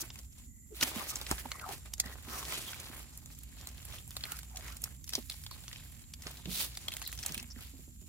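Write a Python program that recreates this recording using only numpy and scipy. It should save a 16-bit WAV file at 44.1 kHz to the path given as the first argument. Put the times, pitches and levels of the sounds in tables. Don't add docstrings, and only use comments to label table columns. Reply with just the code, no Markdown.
import sys
import numpy as np
from scipy import signal
from scipy.fft import rfft, irfft, next_fast_len
from scipy.io import wavfile
from scipy.ndimage import uniform_filter1d

SR = 44100
rng = np.random.default_rng(int(sys.argv[2]) if len(sys.argv) > 2 else 0)


def unload_audio(sound):
    columns = np.transpose(np.atleast_2d(sound))
    steps = np.round(np.clip(columns, -1, 1) * 32767)
    wavfile.write(sys.argv[1], SR, steps.astype(np.int16))


def ratio(d):
    e = np.asarray(d, float) / 20
    return 10 ** e


N = 356592


def evened(x):
    return x / np.sqrt(np.mean(x ** 2) + 1e-20)


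def smoothed_twice(x, size, axis=-1):
    return uniform_filter1d(uniform_filter1d(x, size, axis), size, axis)


def read(points, hz):
    f, value = np.transpose(points)
    return np.interp(np.log(hz + 1), np.log(f + 1), value)


def add(mix, s, sound):
    part = mix[:, round(s * SR):][:, :sound.shape[1]]
    part += sound[:, :part.shape[1]]


def sides(db):
    return ratio(np.array([db / 2, -db / 2]))


def drift(hz):
    return evened(smoothed_twice(rng.standard_normal(N), max(int(SR / hz), 2)))


def resonate(x, hz, q):
    return signal.lfilter(*signal.iirpeak(hz, q, SR), x)


def band(x, low_hz, high_hz):
    return signal.lfilter(*signal.butter(2, [low_hz, high_hz], "band", fs=SR), x)


def above(x, hz, order=2):
    return signal.lfilter(*signal.butter(order, hz, "high", fs=SR), x)


def fuzzy_tone(hz, width):
    noise = rng.standard_normal(N)
    return evened(resonate(resonate(noise, hz, hz / width), hz, hz / width))


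# (frequency [Hz], left-right likeness [share, clipped to -1 to 1 when
AIR_LIKENESS = [(60, 0.73), (240, 0.56), (950, -2), (3770, -0.4), (15000, 0.04)]
# (frequency [Hz], level [dB per Hz])
AIR_COLOUR = [(20, -8), (45, 4), (70, -1), (120, -12), (240, -7.5), (340, -20.5), (600, -41), (1700, -42),
              (4000, -59), (6500, -25.5), (7500, -23), (8400, -34.5), (12000, -23.5), (16500, -53)]


def air():
    frames, hz = N // 512 + 5, np.fft.rfftfreq(2048, 1 / SR)
    a, b, c, d, patches = rng.standard_normal((frames, len(hz), 5)).T
    patches = evened(uniform_filter1d(uniform_filter1d(patches, 20, 0), 8, 1))
    same = np.clip(read(AIR_LIKENESS, hz), -1, 1)[:, None]
    left = a + 1j * b
    right = same * left + np.sqrt(1 - same ** 2) * (c + 1j * d)
    z = np.array([left, right]) * ratio(read(AIR_COLOUR, hz)[:, None] + 1.05 * patches)
    wash = signal.istft(z, nperseg=2048, noverlap=1536)[1][:, :N]
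    return ratio(-56) * evened(wash)


# (pitch [Hz], width [Hz], level [dB])
ENGINE_HUMS = [
    (59.6, 11.4, -55),
    (83.6, 5.8, -63),
    (119.4, 33.5, -63.5),
    (155, 6.1, -69.5),
]
# (time [s], level [dB])
ENGINE_SWELL = [(0, 3), (.6, -4), (1.2, 0.5), (2.5, 1), (3.1, 0), (3.7, 2.5), (5.5, 0.5), (7, 1), (8.1, -1)]


def engine_hum():
    return sum(ratio(db) * fuzzy_tone(hz, width) for hz, width, db in ENGINE_HUMS)


def engine():
    s, db = np.transpose(ENGINE_SWELL)
    direct = engine_hum()
    scattered = np.array([engine_hum(), engine_hum()])
    return ratio(np.interp(np.arange(N) / SR, s, db)) * (direct + 0.5 * scattered)


# (pitch [Hz], width [Hz], level [dB], throbs [per s], falls silent at [s])
CHORUSES = [
    (7080, 130, -69, 9.7, 9),
    (7510, 130, -70.5, 7.3, 9),
    (7350, 740, -67.5, 44, 9),
    (2000, 110, -80.5, 3, 0.78),
]


def insects():
    out = np.zeros((2, N))
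    for hz, width, db, throb, until in CHORUSES:
        fade = np.clip((until - np.arange(N) / SR) / 0.083, 0, 1)
        whistle = np.array([fuzzy_tone(hz, width), fuzzy_tone(hz, width)])
        out += ratio(db + 2.5 * drift(throb)) * fade * whistle
    return out


# (time of peak [s], crumbs level
# [dB], rise [s], fall [s], clods over crumbs [dB])
SOIL_SHOWERS = [(0.0, -49.5, .02, 0.18, -2), (.18, -59, 0.071, 0.12, -2.5), (0.829, -42, 0.068, 0.24, 0),
                (0.961, -47, 0.17, 1, -0.5), (0.759, -55.5, 0.023, .3, -15),
                (1.31, -47.5, 0.14, 0.13, -3.5), (1.6, -76, 0.1, 0.34, 19),
                (1.729, -45.5, 0.085, 0.073, -4.5), (2.08, -55.5, 0.15, 0.26, 2),
                (2.34, -49.5, 0.17, 1, -0.5), (2.8, -57.5, 0.22, .24, -3), (2.999, -59.5, 1, 0.13, 1),
                (3.67, -60, 0.63, 0.59, -4.5), (4.669, -55.5, 0.31, 0.31, -2),
                (4.85, -55.5, 0.062, 0.19, -4.5), (6.28, -51.5, 0.14, 0.29, -3.5),
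                (6.98, -59.5, 0.9, 1, -3),
                (.4, -66, 0.17, 0.15, -9), (1.861, -52.5, 0.019, 0.052, -3.5), (2.542, -42, 0.16, 0.18, -7),
                (2.69, -49.5, 0.21, 0.43, -5), (3.32, -65, 0.22, 0.22, -5.5), (3.94, -52.5, 0.26, 0.14, -3),
                (4.32, -53, 0.41, 0.23, -6), (5.163, -48.5, 0.11, 0.11, -11),
                (5.32, -56.5, 0.11, 0.26, -44), (5.54, -60, 0.29, 0.44, -8.5), (5.75, -61, 0.52, 1, -6.5),
                (6.61, -43, 0.16, 0.13, -5), (6.73, -59, 0.096, 0.53, -12), (7.28, -50.5, 0.43, 0.21, -11),
                (7.4, -53, 0.29, 0.12, -9), (7.62, -56.5, 0.14, 0.24, -7.5), (7.78, -65, 0.17, 0.33, -13),
                (8.08, -66.5, 0.31, .1, -21)]
STRETCHES = [
    0.73,
    0.79,
    0.91,
]
TRICKLES = [
    -88,
    -85,
    -80,
]


def flow():
    t = np.arange(0, N + 100, 100) / SR
    s, db, rise, fall, clod_db = np.transpose(SOIL_SHOWERS)[:, :, None]
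    away = np.where(t < s, (s - t) / rise.clip(.01), (t - s) / fall.clip(.01))
    tops_db = [db + clod_db, db, db + 0.05 - 0.11 * clod_db]
    levels_db = []
    for top_db, stretch, rest_db in zip(tops_db, STRETCHES, TRICKLES):
        showers_db = top_db - 20 * away / stretch
        power = (ratio(showers_db) ** 2).sum(0) + ratio(rest_db) ** 2
        levels_db.append(np.interp(np.arange(N) / SR, t, 10 * np.log10(power)))
    return levels_db


def ticks():
    size = ratio(2.8 * np.minimum(rng.exponential(1, N), 3)) * (rng.random(N) < 83 / SR)
    t = np.arange(300) / SR
    puffs = signal.oaconvolve(size, t * np.exp(-t / 0.00052))[:N] * rng.standard_normal(N)
    puffs = evened(above(puffs, 1800))
    return np.array([puffs, np.roll(puffs, -3)])


# (lowest pitch [Hz], highest pitch [Hz], length [cycles], grains [per s], size spread [dB], clumping [dB])
GRAIN_SIZES = [
    (330, 1720, 0.91, 1500, 2.5, 2),
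    (1990, 4590, 2.46, 5000, 1.5, 2),
    (5500, 12800, 1.9, 22000, 4.5, 5),
]


def crumble():
    levels_db = flow()
    clumps = .5 * drift(40) + .9 * drift(130)
    out, patches = np.zeros((2, N)), 18
    for level_db, (low_hz, high_hz, cycles, per_s, spread_db, clump_db) in zip(levels_db, GRAIN_SIZES):
        size = ratio(spread_db * np.minimum(rng.exponential(1, N), 5)) * rng.choice([-1, 1], N)
        size *= rng.random(N) < per_s / SR
        patch, layer = rng.integers(0, patches, N), np.zeros((2, N))
        for k, hz in enumerate(np.geomspace(low_hz, high_hz, patches)):
            u = np.arange(int(3 * cycles * SR / hz)) * hz / SR / cycles
            grain = u * np.exp(-4 * u) * np.sin(2 * np.pi * cycles * u)
            ring = evened(signal.oaconvolve(size * (patch == k), grain)[:N])
            ring = ring * (hz / low_hz) ** 0.78 * ratio(4.2 * drift(9.6))
            layer += [ring, np.roll(ring, rng.integers(-10, 8))]
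        thin = np.clip((-32.0 - level_db) / 41.7, .3, 1)
        out += ratio(level_db + clump_db * thin * clumps) * evened(layer)
    return out + ratio(np.minimum(levels_db[1], -57) - 1) * ticks()


def squelch(length, db, from_hz, to_hz):
    u = np.arange(0, length, 1 / SR) / length
    shared, left, right, rough = rng.standard_normal((4, 12000))[:, :len(u)]
    lumps = ratio(4.5 * evened(uniform_filter1d(rough, 200)))
    drive = (shared + 0.71 * np.array([left, right])) * lumps
    turn = np.exp(2j * np.pi * np.cumsum(from_hz + (to_hz - from_hz) * u) / SR)
    r = np.exp(-np.pi * from_hz / 6.5 / SR)
    pocket = (turn * signal.lfilter([1], [1, -2 * r, r * r], drive / turn)).real
    return ratio(db) * np.sin(np.pi * u) * evened(pocket)


# (start [s], length [s], level
# [dB], first pitch [Hz], last pitch [Hz])
POCKETS = [(1.5, 0.13, -55, 2020, 2080), (1.6, 0.067, -46, 1520, 1160), (1.64, 0.11, -49, 710, 800),
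           (2.29, 0.12, -51.5, 1300, 950), (2, 0.17, -54, 1950, 1800), (2.65, 0.066, -50, 3400, 3100),
           (4.26, 0.11, -55, 1300, 1390), (4.61, .11, -58, 2220, 1800), (4.5, .13, -58.5, 880, 600),
           (4.7, .06, -62, 1450, 1350), (7, 0.14, -49, 4460, 3800), (7.02, .04, -55, 1800, 1950),
           (7.55, 0.09, -65, 1700, 1350), (0.5, .25, -81, 2000, 2100), (.36, .07, -76, 1000, 1000),
           (.8, 0.047, -42.5, 1500, 1400), (.81, .035, -43, 2900, 2800), (1.1, .05, -49.5, 1300, 1200),
           (1.54, 0.022, -48.5, 1150, 1220), (5.5, .055, -53, 4500, 4100), (5.13, .045, -52, 5600, 5900),
           (0.7, 0.058, -52, 430, 380), (0, 0.048, -57, 324, 324), (7.5, 0.029, -47, 5600, 5300),
           (7.385, .025, -51, 2700, 2800)]


def squelching(soil):
    for s, *row in POCKETS:
        add(soil, s, squelch(*row))


def slide(s, db, rise, fall, hz, hiss):
    t = np.arange(-3 * rise, 5 * fall, 1 / SR)
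    shared, left, right, rough = rng.standard_normal((4, 30000))[:, :len(t)]
    grit = (shared + 2.0 * np.array([left, right])) * ratio(2.0 * evened(uniform_filter1d(rough, 120)))
    broad = above(grit, .62 * hz, order=4)
    hollow = resonate(broad, hz, 3.5)
    swell = np.where(t < 0, np.exp(-(t / rise) ** 2), np.exp(-(t.clip(0) / fall) ** 2.3))
    sound = ratio(db) * swell * ((1 - hiss) * evened(hollow) + hiss * evened(broad))
    return max(s - 3 * rise, 0), sound[:, max(round((3 * rise - s) * SR), 0):]


# (resonance [Hz], share of hiss [0 to 1])
HISS_SHARE = [(1000, 0.18), (1500, 0.15), (2000, 0.93), (6000, 0.68)]
# (time of peak [s], level [dB], rise [s],
# fall [s], resonance [Hz])
RUBS = [(0.015, -34, 0.012, 0.011, 6260), (2.685, -48, 0.06, 0.025, 3280),
        (2.34, -44.5, 0.049, 0.099, 5600), (0.837, -26, 0.017, 0.0034, 5500),
        (0.872, -38.5, 0.0088, 0.042, 2420), (0.976, -42.5, 0.015, 0.044, 2950),
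        (1.016, -38.5, 0.015, 0.008, 1060), (1.099, -35.5, 0.019, 0.02, 6000),
        (1.317, -34.5, 0.0033, 0.015, 805), (4.69, -56, 0.085, 0.065, 1310),
        (1.391, -41, 0.0081, 0.025, 1880), (1.46, -40.5, 0.0062, 0.003, 780),
        (1.699, -44.5, 0.042, 0.025, 880), (2.338, -48, 0.055, 0.095, 1190), (4.3, -52, 0.074, 0.061, 1400),
        (6.54, -36.5, 0.04, 0.11, 3900), (6.609, -33.5, 0.039, 0.042, 3600)]


def sliding(soil):
    for row in RUBS:
        add(soil, *slide(*row, read(HISS_SHARE, row[-1])))


# (frequency [Hz], level [dB per Hz])
CRACK_COLOUR = [(500, -12), (900, -7.5), (1500, -1), (3300, 5), (7000, 2), (16000, -11)]


def snap(peak_db, ring_hz, bright_db, body_db, pan_db):
    t = np.arange(1500) / SR
    hz = np.fft.rfftfreq(len(t), 1 / SR)
    gap, later_db, lag = rng.uniform([.0008, -14, -9], [.002, -5, 7])
    u = (t - .0045 - np.arange(3)[:, None] * gap) / .0009
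    lead_in = .16 * np.exp(.5 * u.clip(None, 0))
    each = np.where(u < 0, lead_in, np.exp(-u.clip(0)))
    shape = ratio(later_db * np.array([.6, 0, 1.6])) @ each
    splinters, mud = rng.standard_normal((2, len(t)))
    splinters = splinters + (np.diff(shape, prepend=1) > 1 / 20) * 2.82
    treble = np.clip(np.log2(hz / 5500 + 1e-9), 0, 1)
    colour_db = read(CRACK_COLOUR, hz) + (bright_db + 16.0) * treble
    cracks = irfft(rfft(shape * splinters) * ratio(colour_db))
    cracks = cracks + 1.84 * resonate(cracks, ring_hz, 4.0)
    knock = band(mud * (u[0] > 0) * ratio(-60 * t / 0.035), 450, 1500)
    knock = 0.53 * ratio(body_db) * knock / abs(knock).max()
    sound = cracks / abs(cracks).max() + knock
    return ratio(peak_db + 4.0) * sides(pan_db)[:, None] * [sound, np.roll(sound, round(lag))]


def snapping(soil, table, body_db, pan_db):
    for s, *row in table:
        add(soil, s - .0046, snap(*row, body_db, pan_db))


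# (time [s], peak level [dB], ring [Hz], top treble over peak [dB])
CLOD_CRACKS = [(0.8101, -22.5, 3800, -15), (0.8272, -19.5, 2080, -37), (0.959, -25, 2150, -5.5),
               (1.214, -27, 4150, -8), (1.2655, -33, 2020, -21), (1.3124, -17.5, 1440, -11),
               (1.381, -32.5, 1860, -23), (1.517, -24, 2270, -18), (1.6902, -31.5, 1490, -9),
               (2.0602, -34, 1820, -16.5), (2.523, -27, 2090, -14), (2.732, -33, 1510, -49),
               (3.924, -39.5, 3200, -19), (4.1665, -24, 3600, -8.5), (4.253, -37, 2310, 6),
               (4.6084, -42, 1960, -33), (5.1244, -35, 5100, -17), (5.3398, -44, 4230, -39),
               (0.103, -38, 1090, -37), (0.157, -38.5, 2500, -10), (7.282, -32, 6500, -2),
               (7.292, -34, 5030, -11), (7.252, -43, 1600, -35), (6.269, -31, 1770, -33),
               (.746, -46, 900, -30), (6.9055, -41, 4000, -24), (7.017, -28.5, 6500, -16)]


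def clods(soil):
    snapping(soil, CLOD_CRACKS, body_db=-12, pan_db=0.2)


# (time [s], peak level [dB], ring [Hz], top treble over peak [dB])
ROOT_TEARS = [(0.189, -38, 5830, -7), (4.497, -48.5, 5500, -19), (1.5966, -35.5, 2500, -22),
              (1.9801, -37, 6550, -8), (3.259, -35, 6570, -2), (3.6715, -30, 3980, -0.5),
              (3.852, -33, 2650, 2), (4.107, -32.5, 5020, -3), (4.2381, -25, 3770, -21),
              (4.3194, -21.5, 3820, 2.5), (4.366, -39.5, 5450, -9), (4.431, -34.5, 3500, -7),
              (4.768, -34.5, 6700, -2.5), (5.135, -23.5, 5200, -16), (5.1524, -20.5, 5300, -16),
              (5.729, -35, 2040, -19), (5.759, -37, 3000, -35), (6.4562, -32.5, 2950, -33),
              (6.883, -20.5, 3230, -14.5), (6.937, -27.5, 4000, -8.5), (7.0244, -29, 1800, -8),
              (7.236, -31, 5660, -21), (7.2617, -20.5, 6400, 1), (7.3982, -36.5, 5450, -21),
              (7.427, -33, 2470, -2), (1.1572, -24, 6030, -8), (4.077, -34, 6700, 8),
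              (5.2984, -28.5, 4250, -11), (6.772, -26.5, 4170, -7.5), (7.127, -28, 1950, -2)]


def roots(soil):
    snapping(soil, ROOT_TEARS, body_db=-20, pan_db=0.5)


# (time [s], peak level [dB], ring [Hz], top treble over peak [dB])
CRUST_SNAPS = [(0.832, -21, 6260, -26), (1.9364, -25.5, 6140, -10.5), (2, -14.5, 6330, -11),
               (2.8483, -38, 2840, 3), (3.1752, -33.5, 5860, 5), (3.3877, -40, 6740, 4),
               (3.4342, -34.5, 6730, 6), (4.3891, -29.5, 1530, -5), (4.559, -35, 6500, -14),
               (4.5708, -30, 7100, -11), (4.8185, -31, 6550, 12), (4.8397, -18.5, 5800, -0.5),
               (5.0419, -35.5, 6060, -3), (5.077, -36.5, 5650, -8), (5.092, -27, 5540, 0),
               (5.32, -35.5, 3660, -42), (5.437, -34.5, 4380, 0), (5.6803, -33, 5700, -15),
               (6.137, -34, 5500, -9), (6.919, -32, 2790, -7), (6.967, -24, 1880, -5),
               (7.075, -23.5, 4900, 5), (7.1178, -34, 5880, 0), (7.1892, -29.5, 6160, -27),
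               (7.321, -28.5, 5670, -6), (7.344, -25, 2650, -2), (7.3779, -27, 2600, -8),
               (2.8, -35, 6500, -3), (5.464, -33.5, 3700, -15), (5.5117, -34.5, 4300, -8)]


def crust(soil):
    snapping(soil, CRUST_SNAPS, body_db=-38, pan_db=0)


def thud(peak_db, hz, t60, drop):
    t = np.arange(int(.35 * SR)) / SR
    pitch = hz * (1 - drop * (1 - np.exp(-t / 0.0032)))
    swing = np.sin(2 * np.pi * np.cumsum(pitch) / SR)
    rasp = evened(band(rng.standard_normal(len(t)), 0.14 * hz, 1.18 * hz))
    sound = (swing + 0.46 * rasp) * ratio(-60 * t / t60) * np.minimum(t / 0.001, 1)
    return ratio(peak_db) * np.array([sound, sound])


# (time [s], peak level [dB], pitch [Hz], time to fade 60 dB [s], pitch drop [share])
LUMP_FALLS = [(0.827, -36, 264, 0.085, 0.083), (0.963, -34, 227, 0.12, 0.024),
              (1.313, -14, 300, 0.014, 0.82), (1.325, -33, 76, 0.14, 0.17), (1.69, -45.5, 484, 0.1, 0.2),
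              (2.058, -40, 213, 0.087, 0.1), (2.899, -43.5, 260, 0.073, 0.12),
              (5.179, -34, 457, 0.07, 0.51), (6.265, -33.5, 322, 0.025, 0.59),
              (6.458, -35.5, 230.3, 0.056, 0.37), (6.474, -37, 187.6, 0.32, 0.033),
              (7.301, -44, 259, 0.22, 0.42), (1.454, -38.5, 259, 0.071, 0.034),
              (2.279, -45, 260, 0.19, 0.12), (7.37, -42.5, 258, 0.1, 0.21),
              (7.411, -50, 263.4, 0.27, 0.098), (7.737, -51.5, 282, 0.19, 0.07),
              (7.792, -48, 250, 0.082, 0.28), (7.565, -47, 239, 0.13, 0.053),
              (7.878, -49.5, 266, 0.084, 0.12), (8.018, -50, 248, 0.11, 0.27)]


def thuds(soil):
    for s, *row in LUMP_FALLS:
        add(soil, s, thud(*row))


def pop(peak_db, hz, t60, edge):
    t = np.arange(900) / SR
    burst = rng.standard_normal(len(t)) * ratio(-60 * t / t60) + 3.0 * (t == 0)
    ring = resonate(burst, hz, 3.5)
    bright = above(burst, 1400)
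    sound = ring / abs(ring).max() + edge * bright / abs(bright).max()
    stereo = np.array([sound, np.roll(sound, rng.integers(0, 6))])
    return ratio(peak_db) / abs(sound).max() * stereo


# (time [s], peak level [dB], ring [Hz])
GRIT_POPS = [(0.9951, -31, 2670), (1.1674, -28, 5960), (2.285, -36, 1490), (2.4274, -34, 3370),
             (2.452, -29, 4660), (2.7438, -33, 2870), (2.9243, -42, 3510), (3.3024, -46, 2330),
             (3.3498, -42, 5980), (3.5269, -51, 2070), (3.601, -46, 4900), (3.6117, -39.5, 6980),
             (3.689, -35.5, 6790), (3.7793, -43, 4280), (3.802, -41.5, 2750), (3.8282, -41, 4440),
             (3.984, -38, 3350), (4.0931, -45.5, 6940), (4.1145, -38.5, 3310), (4.2083, -35.5, 3680),
             (4.2534, -33.5, 2310), (4.6818, -38, 2700), (4.7531, -49, 6880), (4.8574, -38.5, 1600),
             (4.8752, -43, 1510), (5.103, -33, 6210), (5.1674, -36, 6290), (5.3124, -32.5, 3810),
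             (5.6376, -42, 4260), (5.6874, -45, 5950), (5.7138, -38.5, 2120), (5.7976, -44, 2140),
             (5.8242, -46, 2110), (5.8594, -51, 1810), (5.9489, -46, 6640), (5.994, -43, 6960),
             (6.0185, -43.5, 6940), (6.0394, -47, 3740), (6.221, -35.5, 5850), (6.2362, -41, 2280),
             (6.3709, -39, 4400), (6.4953, -37, 2630), (6.5133, -30, 4200), (6.5485, -35, 4340),
             (6.6066, -24, 3840), (6.7516, -38, 4300), (6.8523, -45, 3200), (6.9288, -32, 4000),
             (6.9814, -40, 3740), (7.0394, -36, 6200), (7.0517, -32, 5870), (7.0916, -40, 1850),
             (7.1756, -35, 6100), (7.229, -27, 5490), (7.2504, -35, 2870), (7.3513, -32, 2690),
             (7.4424, -43, 2260), (7.5605, -44.5, 1790), (7.5894, -42.5, 1530)]


def grit(soil):
    for s, peak_db, hz in GRIT_POPS:
        add(soil, s, pop(peak_db, hz, t60=.02, edge=0.92))


# (time [s], peak level [dB], ring [Hz])
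BLADE_TAPS = [(2.428, -36, 1120), (2.523, -34, 1120), (4.685, -44, 942), (5.341, -54, 832),
              (5.464, -50, 985), (5.512, -42, 1070), (5.561, -50, 1060), (5.613, -59, 1030),
              (5.639, -54, 1160), (5.68, -54, 1130), (5.728, -54, 1100), (7.017, -40, 1140),
              (7.25, -44, 746)]


def taps(soil):
    for s, peak_db, hz in BLADE_TAPS:
        add(soil, s, pop(peak_db, hz, t60=0.028, edge=.05))


def surroundings(x):
    t = np.arange(2500) / SR
    signs = rng.choice([-1., 1.], (2, len(t)))
    echoes = signs * (rng.random((2, len(t))) < .08) * ratio(-60 * t / .045)
    echoes[:, :90] = 0
    return signal.oaconvolve(x, echoes / np.linalg.norm(echoes[0]), axes=1)[:, :N]


def scene():
    background = air() + engine() + insects()
    soil = crumble()
    for play in (squelching, clods, roots, crust, thuds, grit, taps):
        play(soil)
    soil = soil + ratio(-10.0) * surroundings(soil)
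    sliding(soil)
    return soil + background


def band_limit(x):
    return signal.sosfilt(signal.butter(12, 16990, fs=SR, output="sos"), x)


# (frequency [Hz], left over right [dB])
MIC_OPENINGS = [(60, -3), (150, -7), (380, -3.5), (950, 2.5), (2380, -1), (5980, 2), (15000, -10)]


def record(dry):
    size = next_fast_len(N + 4096)
    hz = np.fft.rfftfreq(size, 1 / SR)
    treble = 1 / (1 + (hz / 15850) ** 120) + 0.0056
    bass = 1 / np.sqrt(1 + (42 / (hz + 1)) ** 6)
    colour = sides(read(MIC_OPENINGS, hz)) * treble * bass
    mix = irfft(rfft(dry, size) * colour, size)[:, :N]
    return band_limit(mix)


dry = scene()
out = record(dry)
unload_audio(out)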